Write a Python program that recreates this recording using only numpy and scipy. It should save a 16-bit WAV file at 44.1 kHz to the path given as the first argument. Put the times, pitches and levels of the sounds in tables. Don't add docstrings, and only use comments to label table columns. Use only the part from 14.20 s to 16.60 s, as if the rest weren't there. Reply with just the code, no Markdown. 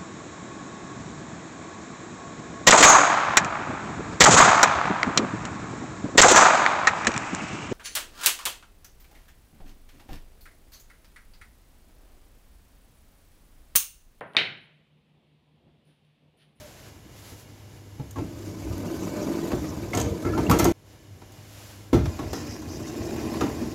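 import sys
import numpy as np
from scipy import signal
from scipy.fft import rfft, irfft, next_fast_len
from scipy.io import wavfile
from scipy.ndimage import uniform_filter1d, map_coordinates

SR = 44100
rng = np.random.default_rng(int(sys.argv[2]) if len(sys.argv) > 2 else 0)


def wav_record(signal):
    frames = np.transpose(np.atleast_2d(signal))
    bounded = np.clip(frames, -1, 1)
    quanta = np.round(bounded * 32767).astype(np.int16)
    wavfile.write(sys.argv[1], SR, quanta)


N = 105840


def clack():
    # start in seconds, peak level of the blow in dB.
    blows = [(.16703, -6), (.1679, -1), (.1687, -9)]
    # centre in Hz, width in Hz, gain in dB.
    tile_modes = [(239, 300, -13), (510, 660, -11.5), (1550, 500, -9.5), (2300, 1100, -3.5),
                  (3117, 460, -2.5), (3850, 550, 4), (4250, 480, -1), (5125, 720, -11), (6500, 3400, -16),
                  (9500, 3400, -25)]
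    total = np.zeros(N)
    for start_s, level_db in blows:
        blow = struck(level_db, tile_modes, cut_hz=9000) + chatter(level_db)
        total += placed(start_s, room(blow))
    return total


def thuds():
    # start in seconds, peak level of the blow in dB, contact cut-off in Hz.
    landings = [(0.0113, -24, 2300), (.1497, -25.5, 3285)]
    # centre in Hz, width in Hz, gain in dB.
    table_modes = [(206, 380, 0), (600, 800, 4), (1000, 200, 0), (1440, 520, -0.5), (2000, 800, -2.5),
                   (2700, 430, -8)]
    return sum(placed(start_s, room(struck(level_db, table_modes, cut_hz)))
               for start_s, level_db, cut_hz in landings)


def ticks():
    # start in seconds, peak level of the blow in dB.
    taps = [(.0088, -37.5), (0.1355, -42), (.1496, -37.5), (.379, -51.5), (1.85, -59.5), (2.255, -55)]
    # centre in Hz, width in Hz, gain in dB.
    corner_modes = [(3200, 1400, 5), (9300, 4100, -2.5), (14000, 3200, -2.5)]
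    tick = room(struck(0, corner_modes, cut_hz=19000))
    return sum(amp(level_db) * placed(start_s, tick) for start_s, level_db in taps)


def struck(peak_db, modes, cut_hz):
    def gain(f):
        power = 0
        for centre_hz, width_hz, gain_db in modes:
            damping = (f * width_hz) ** 2
            resonance = damping / ((centre_hz * centre_hz - f * f) ** 2 + damping)
            power = power + amp(2 * gain_db) * resonance ** 2
        return np.sqrt(power)

    impulse = np.eye(1, SR // 10)[0]
    x = filtered(impulse, lambda f: dull(f, cut_hz) * causal(gain(f + 10)))
    return -amp(peak_db) * x / np.abs(x).max()


def chatter(blow_db):
    below_blow_db, t60_s = -36, 0.03
    t = np.arange(SR // 10) / SR
    bright = np.diff(rng.standard_normal(len(t) + 1))
    return amp(blow_db + below_blow_db - 60 * t / t60_s) * bright


def room(x):
    # delay in seconds, level in dB.
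    echoes = [(.0015, -13), (.0024, -8.5), (.0035, -5.5), (.0046, -7), (.0063, -12.5), (.009, -16.5)]
    # frequency in Hz, t60 in seconds.
    tail_t60 = [(100, 0.8), (200, 0.64), (400, 0.34), (1000, 0.42), (2000, 0.35), (3000, .36), (4200, .3),
                (6000, .26), (8000, .2), (10000, .24), (15000, 0.068)]
    # frequency in Hz, gain in dB.
    tail_colour = [(60, -2), (110, 5), (150, 3), (250, -2.5), (500, 2.5), (1100, 1.5), (2000, 5.5),
                   (3000, 3), (4000, -6), (6000, -2), (10000, -2), (15000, 1)]
    echo_cut_hz = 3001
    tail_db, tail_rise_s = -1.5, 0.0031
    late_db, late_t60_ratio = -19, 2.2

    def reflections(f):
        delayed = sum(amp(db) * np.exp(-2j * np.pi * f * delay_s) for delay_s, db in echoes)
        return dull(f, echo_cut_hz) * delayed

    early = filtered(x, reflections)
    hz, t, z = signal.stft(rng.standard_normal(SR), SR, nperseg=256)
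    fall_db = -60 * t / along(tail_t60, hz)[:, None]
    decay = amp(fall_db) + amp(late_db + fall_db / late_t60_ratio)
    tail = signal.istft(z * decay, SR, nperseg=256)[1][:SR]
    tail = filtered(tail, lambda f: amp(along(tail_colour, f)))
    tail = tail * (1 - np.exp(-(np.arange(SR) / SR / tail_rise_s) ** 2))
    wet = amp(tail_db) * signal.fftconvolve(x, tail / np.linalg.norm(tail))
    return wet + np.pad(x + early, (0, SR - 1))


def brushes():
    # start in seconds, time from start to fall in seconds, fall t60 in seconds,
    # hiss level in dB, swish level in dB.
    strokes = [(0.059, .07, 0.18, -68, -85), (.19, .08, .2, -76, -69.5), (0.402, .055, .1, -70, -81),
               (.535, .025, .15, -83, -88), (1.644, .06, .5, -69.5, -74), (1.845, .015, .3, -78, -80),
               (2.166, .065, 0.25, -65, -67), (2.28, .04, .15, -83, -90), (2.35, .05, .2, -68, -77)]
    # frequency in Hz, relative density in dB per Hz.
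    hiss_spectrum = [(3000, -26.5), (4500, -12), (6000, -14), (8200, -6), (9600, 2), (12000, -0.5),
                     (15200, 1)]
    swish_spectrum = [(700, -26), (1200, -9), (1650, -2), (2100, -6), (3100, 1), (4200, -7), (6000, -9.5),
                      (8000, -30.5)]
    hiss_rise_s, swish_rise_s, grain_db = 0.008, 0.045, -0.5
    t = np.arange(N) / SR
    grain = unit(amp(grain_db * wobble(150)))
    hiss = noise(hiss_spectrum, patchy_db=2.5)
    swish = noise(swish_spectrum, patchy_db=1)
    total = np.zeros(N)
    for start_s, hold_s, t60_s, hiss_db, swish_db in strokes:
        since = t - start_s
        fall = amp(-60 * np.clip(since - hold_s, 0, 9) / t60_s)
        fine = amp(hiss_db) * np.clip(since / hiss_rise_s, 0, 1) * hiss
        full = amp(swish_db) * np.clip(since / swish_rise_s, 0, 1) * swish
        total += fall * (fine + full)
    return grain * total


def hum():
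    # frequency in Hz, mean peak level in dB.
    tones = [(147.8, -66.5), (153.1, -69)]
    in_step_s, waver_db = 2.26, 1
    t = np.arange(N) / SR
    return sum(amp(db + waver_db * wobble(1)) * np.cos(2 * np.pi * hz * (t - in_step_s))
               for hz, db in tones)


def rumble():
    # frequency in Hz, relative density in dB per Hz.
    spectrum = [(20, -6), (30, -1), (50, 6), (70, 5.5), (110, -1), (175, 1.5), (225, 0.5), (280, -3.5),
                (400, -7), (700, -11), (1200, -24), (2000, -50.5)]
    # time in seconds, level before flutter in dB.
    levels = [(.6, -67), (.7, -69.5), (.85, -66.5), (1.0, -66.5), (1.2, -69), (1.4, -62.5), (1.55, -64.5),
              (1.7, -68), (1.9, -70.5), (2.1, -66.5), (2.25, -67), (2.4, -67.5)]
    flutter_db = 1.5
    level_db = np.interp(np.arange(N) / SR, *np.transpose(levels))
    return amp(level_db + flutter_db * wobble(27)) * noise(spectrum, patchy_db=1.5)


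def air():
    # frequency in Hz, relative density in dB per Hz.
    spectrum = [(500, -9.5), (1000, -2), (1450, -7), (2000, -2.5), (2800, 0), (3500, -1.5), (4300, -8.5),
                (6000, -14.5), (9000, -23.5)]
    return amp(-76) * noise(spectrum, patchy_db=0.9)


def amp(db):
    return 10 ** (np.asarray(db) / 20)


def unit(x):
    return x / np.sqrt(np.mean(x ** 2) + 1e-20)


def along(points, hz):
    f, v = np.transpose(points)
    return np.interp(np.log(hz + 1), np.log(f + 1), v)


def wobble(knots_per_s):
    knots = rng.standard_normal(int(N * knots_per_s / SR) + 4)
    return map_coordinates(knots, [np.arange(N) * knots_per_s / SR])


def filtered(x, response):
    m = 2 * next_fast_len(len(x) // 2 + 4096)
    return irfft(rfft(x, m) * response(np.fft.rfftfreq(m, 1 / SR)), m)[:len(x)]


def noise(spectrum, patchy_db):
    z = signal.stft(rng.standard_normal(N), nperseg=1024)[2]
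    field = uniform_filter1d(rng.standard_normal(z.shape), 5, 0)
    field = uniform_filter1d(field, 6, 1)
    x = signal.istft(z * amp(patchy_db * unit(field)), nperseg=1024)[1][:N]
    return unit(filtered(x, lambda hz: amp(along(spectrum, hz))))


def dull(f, cut_hz):
    return 1 / (1 + np.sqrt(2) * 1j * f / cut_hz - (f / cut_hz) ** 2) ** 2


def causal(gain):
    cep = irfft(np.log(gain + 1e-7))
    cep[1:len(cep) // 2] *= 2
    cep[len(cep) // 2 + 1:] = 0
    return np.exp(rfft(cep))


def placed(start_s, x):
    return np.pad(x, (round(start_s * SR), N))[:N]


def scene():
    tiles = clack() + thuds() + ticks()
    background = hum() + rumble() + air()
    return (tiles + brushes() + background)[None]


def record(dry):
    # frequency in Hz, gain in dB.
    mic = [(20, -29.5), (50, -10), (110, 1), (4300, 1.5), (5300, -4), (7000, -11), (8200, -13), (9500, -2),
           (10800, -10), (12500, -16), (15500, -21)]
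    # frequency in Hz, relative density in dB per Hz.
    self_noise = [(3000, -1), (6000, -0.5), (9500, 1), (15200, -6)]
    self_noise_db, top_hz = -89.5, 15500
    x = filtered(dry[0], lambda hz: causal(amp(along(mic, hz))))
    x = x + amp(self_noise_db) * noise(self_noise, patchy_db=1.5)
    return filtered(x, lambda hz: hz < top_hz)[None]


dry = scene()
out = record(dry)
wav_record(out)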